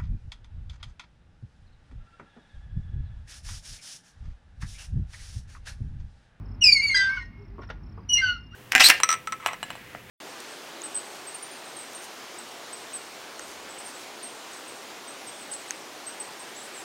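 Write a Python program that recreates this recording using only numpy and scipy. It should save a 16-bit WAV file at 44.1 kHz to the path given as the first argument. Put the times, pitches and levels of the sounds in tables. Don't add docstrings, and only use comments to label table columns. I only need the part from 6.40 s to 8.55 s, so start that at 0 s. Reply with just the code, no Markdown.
import sys
import numpy as np
from scipy import signal
from scipy.fft import rfft, irfft, next_fast_len
from scipy.io import wavfile
from scipy.ndimage import uniform_filter1d, map_coordinates

SR = 44100
rng = np.random.default_rng(int(sys.argv[2]) if len(sys.argv) > 2 else 0)


def log_audio(samples):
    frames = np.atleast_2d(samples).T
    limited = np.clip(frames, -1, 1)
    pcm = np.round(limited * 32767).astype(np.int16)
    wavfile.write(sys.argv[1], SR, pcm)


N = 94815
TOP_HZ = 15800


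def amp(db):
    return 10 ** (np.asarray(db) / 20)


def along(points, hz):
    freqs, values = np.transpose(points)
    return np.interp(np.log(hz + 1), np.log(freqs + 1), values)


def clock():
    return np.arange(N) / SR


def curves(rows):
    times, *columns = np.transpose(rows)
    return [np.interp(clock(), times, column) for column in columns]


def lagged(db, seconds):
    return 20 * np.log10(np.abs(uniform_filter1d(amp(db), round(seconds * SR))) + 1e-9)


def swell(start, length):
    progress = np.clip((clock() - start) / length, 0, 1)
    return progress, np.sin(np.pi * progress)


def glide(hz):
    return np.sin(2 * np.pi * np.cumsum(hz) / SR)


def filtered(x, response):
    size = next_fast_len(N + SR)
    return irfft(rfft(x, size) * response(np.fft.rfftfreq(size, 1 / SR)), size)[:N]


def noise(spectrum):
    x = filtered(rng.standard_normal(N), lambda hz: amp(along(spectrum, hz)))
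    return x / np.sqrt(np.mean(x ** 2) + 1e-20)


def bursts(hits, spectrum, t60, attack_s):
    envelope = np.zeros(N)
    for start, db in hits:
        age = np.maximum(clock() - start, 0)
        envelope += amp(db - 60 * age / t60) * (1 - np.exp(-age / attack_s))
    return noise(spectrum) * envelope


# (frequency [Hz], relative level [dB])
NIGHT_EQ = [(25, -29), (45, 8), (74, -6.5), (96, 5.5), (115, -6), (240, -10), (500, -30), (1100, -29),
            (2500, -39), (3600, -49.5), (5400, -48.5), (6800, -66.5)]
# (time [s], level [dB])
ROAD_LEVEL = [(0, -37), (.6, -44.5), (1.55, -41), (2.15, -45.5)]

def distant_road(crossover_hz=1300, hiss_gain_db=-40.5):
    level_db, = curves(ROAD_LEVEL)
    bed = noise(NIGHT_EQ)
    rumble = filtered(bed, lambda hz: 1 / (1 + (hz / crossover_hz) ** 4))
    return amp(level_db) * rumble + amp(hiss_gain_db) * (bed - rumble)


# (time [s], chirps [count], starting pitch [Hz], level [dB])
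INSECT_PHRASES = [(0.05, 4, 5520, -62), (0.759, 4, 5640, -59.5), (0.985, 4, 5630, -65.5),
                  (1.21, 4, 5700, -59), (1.428, 4, 5640, -62.5), (1.568, 3, 5150, -69),
                  (1.971, 4, 5580, -61.5)]

def insects(every_s=.0298, chirp_s=.021, fall=.125):
    out = np.zeros(N)
    for start, count, hz, db in INSECT_PHRASES:
        for k in range(round(count)):
            progress, arch = swell(start + k * every_s, chirp_s)
            out += amp(db + rng.normal(0, 1)) * arch ** 2 * glide(hz * (1 - fall * progress ** 1.5))
    return out


# (frequency [Hz], gain [dB])
OCTAVE_EQ = [(2900, 6), (3250, -14.5), (4200, -1.5)]
OVERTONE_EQ = [(4700, -3), (5800, -12), (6450, -16.5), (7200, -28.5), (7950, -20), (9500, -31),
               (10800, -36), (12000, -39.5), (15500, -43.5)]

def squeal(rows, rough_db, rolloff_db=5.5, subharmonic=0):
    fade_s, fast_s, slow_s = .009, .009, .032
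    jitter, flutter_db, top_flutter_db = .0056, 1.4, 2.5
    smear_db, rasp_db, grain_db = -23 + rough_db / 2, -30 + rough_db, .5
    t = clock()
    gate = np.clip(np.minimum(t - rows[0][0], rows[-1][0] - t) / fade_s + 1, 0, 1) ** 2
    on, tone, rub = gate > 0, np.zeros(N), np.zeros(N)

    def wobble(per_s):
        return map_coordinates(rng.standard_normal(N // 32), [t[on] * per_s], mode="wrap")

    pitch, base_db, over_db = (curve[on] for curve in curves(rows))
    phase = 2 * np.pi * np.cumsum(pitch * (1 + jitter * wobble(350))) / SR
    slow_over_db = lagged(over_db, slow_s)
    base_db, over_db = lagged(base_db, fast_s), lagged(over_db, fast_s)
    for k in range(1, 9):
        hz = k * pitch
        if k == 1:
            db = base_db
        elif k == 2:
            db = over_db + along(OCTAVE_EQ, hz)
        else:
            db = slow_over_db + along(OVERTONE_EQ, hz) - rolloff_db * max(k - 4, 0)
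        db = db + flutter_db * wobble(120) + (k > 3) * top_flutter_db * wobble(70)
        smear = amp(smear_db) * k * np.sqrt(k / 2) * (wobble(420) + 1j * wobble(420))
        partial = np.imag((1 + smear) * np.exp(1j * k * phase))
        tone[on] += np.sqrt(2) * amp(db) * (hz < TOP_HZ) * partial
    tone[on] += subharmonic * amp(base_db) * wobble(250) * np.sin(phase / 2)
    strength_db = lagged(np.maximum(base_db, over_db), slow_s)
    rub[on] = amp(strength_db + rasp_db + grain_db * wobble(300))
    return gate * np.array([tone, rub])


# (time [s], pitch [Hz], fundamental level [dB], overtone level before EQ [dB])
OUT_START = [(.217, 2878, -33, -27), (.225, 2840, -12, -30), (.24, 2849, -32, -27.5),
             (.265, 2734, -36, -45.5), (.31, 2809, -47, -64), (.53, 2815, -51.5, -80)]
OUT_HIGH = [(.237, 2606, -29, -36), (.244, 2643, -18.5, -3.5), (.255, 2510, -25.5, -16),
            (.29, 2401, -16, -10), (.317, 2281, -26, -32.5), (.331, 2261, -44.5, -3),
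            (.351, 2290, -27.5, -43.5), (.368, 2187, -17.5, -17), (.39, 2156, -18, -30.5),
            (.413, 2131, -30, -31.5)]
OUT_MID = [(.419, 2292, -27, -42), (.437, 2325, -22, -20.5), (.46, 2250, -21, -37.5),
           (.483, 2243, -55, -18.5), (.5, 2173, -18, -33.5), (.532, 2098, -31.5, -29.5),
           (.553, 2074, -30, -65.5), (.566, 1994, -19, -23.5), (.61, 1991, -29, -48),
           (.685, 1979, -52.5, -71.5)]
OUT_LOW = [(.549, 1600, -19.5, -18), (.56, 1600, -30.5, -20.5), (.59, 1582, -26, -32.5),
           (.615, 1570, -21, -29.5), (.68, 1565, -23.5, -47), (.72, 1563, -32, -79),
           (.765, 1591, -38, -51.5), (.779, 1470, -28.5, -45.5), (.8, 1468, -55.5, -72)]
OUT_TURN = [(.695, 2135, -38.5, -42.5), (.73, 2232, -37, -70), (.775, 2190, -37.5, -63.5),
            (.81, 2119, -44, -60), (.83, 2080, -45.5, -55)]
OUT_STOP = [(.805, 1873, -45.5, -70), (.835, 1873, -47, -67)]
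OUT_TAIL = [(.89, 2175, -64, -88.5), (.955, 2169, -59.5, -93.5), (1.11, 2147, -74.5, -100)]
BACK_HIGH = [(1.696, 2935, -34, -24), (1.722, 2936, -23, -35.5), (1.742, 2906, -28.5, -12),
             (1.758, 2876, -21.5, -34.5), (1.778, 2845, -17, -26.5), (1.81, 2727, -55, -65.5),
             (1.9, 2815, -36.5, -71)]
BACK_MID = [(1.773, 2074, -42.5, -45.5), (1.786, 2108, -26.5, -34.5), (1.805, 2087, -26.5, -47.5),
            (1.83, 2077, -48.5, -54.5), (1.91, 2075, -57, -70)]
BACK_LOW = [(1.818, 1570, -33, -43), (1.835, 1535, -20, -37), (1.865, 1492, -25, -37),
            (1.895, 1452, -26, -35), (1.93, 1432, -31, -47), (1.955, 1415, -39, -55),
            (1.97, 1320, -49, -72)]
NEXT_HIGH = [(2.114, 2830, -56, -71), (2.15, 2815, -61.5, -70)]
NEXT_LOW = [(2.12, 1240, -62.5, -88), (2.15, 1571, -42, -64.5)]
# (frequency [Hz], relative level [dB])
RASP_EQ = [(300, -15), (1100, 2.5), (2000, 6), (3400, 0), (6100, -6), (7100, -28), (15000, -40)]

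def hooks():
    tone, rub = (
        squeal(OUT_START, rough_db=-8)
        + squeal(OUT_HIGH, rough_db=-8)
        + squeal(OUT_MID, rough_db=2)
        + squeal(OUT_LOW, rough_db=6.5)
        + squeal(OUT_TURN, rough_db=8.5, rolloff_db=11, subharmonic=amp(-6.5))
        + squeal(OUT_STOP, rough_db=9)
        + squeal(OUT_TAIL, rough_db=4)
        + squeal(BACK_HIGH, rough_db=-5.5)
        + squeal(BACK_MID, rough_db=12)
        + squeal(BACK_LOW, rough_db=1.5, rolloff_db=11)
        + squeal(NEXT_LOW, rough_db=9.5)
        + squeal(NEXT_HIGH, rough_db=11))
    return tone, rub * noise(RASP_EQ)


# (frequency [Hz], gain [dB], t60 [s])
CHAIN_MODES = [(1873, -3, 0.36), (2077, -1.5, 0.33), (2815, 2, 0.7), (3750, -8, .55), (5285, 1, .3)]

def chain_ring(drive):
    modes = [(hz, amp(db), np.log(1000) / np.pi / t60) for hz, db, t60 in CHAIN_MODES]
    return filtered(drive, lambda f: sum(gain * 1j * f * width / (hz * hz - f * f + 1j * f * width)
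                                         for hz, gain, width in modes))


def chain_shimmer(drive, count=90, low_hz=2383, high_hz=13555, t60=.24):
    t = np.arange(SR // 2) / SR
    scatter, start_phase = rng.random((count, 2)).T
    hz = low_hz * (high_hz / low_hz) ** ((np.arange(count) + scatter) / count)
    modes = np.sin(2 * np.pi * (np.outer(hz, t) + start_phase[:, None]))
    ring = np.sqrt(hz) @ modes * amp(-60 * t / t60)
    return signal.fftconvolve(drive, ring / np.linalg.norm(ring) / np.sqrt(2))[:N]


# (time [s], level [dB])
CATCHES = [(.243, -29), (.562, -29), (1.693, -48)]
# (frequency [Hz], relative level [dB])
SCRAPE_EQ = [(1000, -26.5), (3400, -15.5), (5500, 9.5), (7300, -14.5), (15000, -23.5)]

def hook_catches():
    return bursts(CATCHES, SCRAPE_EQ, t60=.07, attack_s=.002)


def sum_tone(start_s=.566, length_s=.12, level_db=-40):
    hz = curves(OUT_LOW)[0] + curves(OUT_MID)[0]
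    _, arch = swell(start_s, length_s)
    return amp(level_db) * np.sqrt(2) * arch * glide(hz)


# (time [s], length [s], top pitch [Hz], level [dB])
HOOTS = [(0.975, 0.085, 411, -49), (1.077, 0.1545, 400, -53.5)]

def hoots(sag=.08):
    out = np.zeros(N)
    for start, length, hz, db in HOOTS:
        _, arch = swell(start, length)
        out += amp(db) * arch * glide(hz * (1 + sag * (arch - 1)))
    return out


# (time [s], level [dB])
KNOCKS = [(1.182, -38.5), (1.191, -37.5), (1.576, -39)]
# (frequency [Hz], relative level [dB])
SEAT_EQ = [(120, -4), (400, 9.5), (650, -5.5), (1100, 6), (1500, -17), (8000, -55.5)]

def seat_knocks():
    return bursts(KNOCKS, SEAT_EQ, t60=.089, attack_s=.00065)


# (time [s], level [dB])
CLINKS = [(1.22, -43.5), (1.232, -41), (1.29, -42), (1.301, -29.5)]
# (frequency [Hz], relative level [dB])
CLINK_EQ = [(200, 4), (1500, 7), (4000, -7), (6000, -14), (9000, -62)]
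# (frequency [Hz], gain [dB], t60 [s])
LINK_MODES = [(1420, 3, .05), (1880, -4, .06), (3550, -19, .08)]

def link_clinks(ring_db=-4):
    ring = np.zeros(N)
    for start, hit_db in CLINKS:
        age = np.maximum(clock() - start, 0)
        for hz, mode_db, t60 in LINK_MODES:
            peak_db = hit_db + ring_db + mode_db + rng.normal(0, .84)
            ring += amp(peak_db - 60 * age / t60) * np.sin(2 * np.pi * hz * age)
    return ring + bursts(CLINKS, CLINK_EQ, t60=.053, attack_s=.0034)


# (frequency [Hz], t60 [s])
YARD_DECAY = [(1500, 0.22), (10000, 0.15)]

def yard_reverb(x):
    hz, t, spectra = signal.stft(rng.standard_normal(SR // 2), SR, nperseg=256)
    decay = amp(-60 * t / along(YARD_DECAY, hz)[:, None])
    _, tail = signal.istft(spectra * decay, SR, nperseg=256)
    delayed = np.pad(x, (SR // 200, 0))
    return signal.fftconvolve(delayed, tail / np.linalg.norm(tail))[:N]


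def scene():
    tone, rasp = hooks()
    friction = rasp + hook_catches()
    ring = chain_ring(amp(5.5) * tone + amp(18.5) * friction)
    shimmer = chain_shimmer(amp(-13) * tone + amp(-4) * friction)
    swing = tone + sum_tone() + friction + ring + shimmer + link_clinks() + seat_knocks()
    return (swing + amp(-10) * yard_reverb(swing) + hoots() + insects() + distant_road())[None]


def record(dry):
    return np.array([filtered(channel, lambda hz: hz < TOP_HZ) for channel in dry])


dry = scene()
out = record(dry)
log_audio(out)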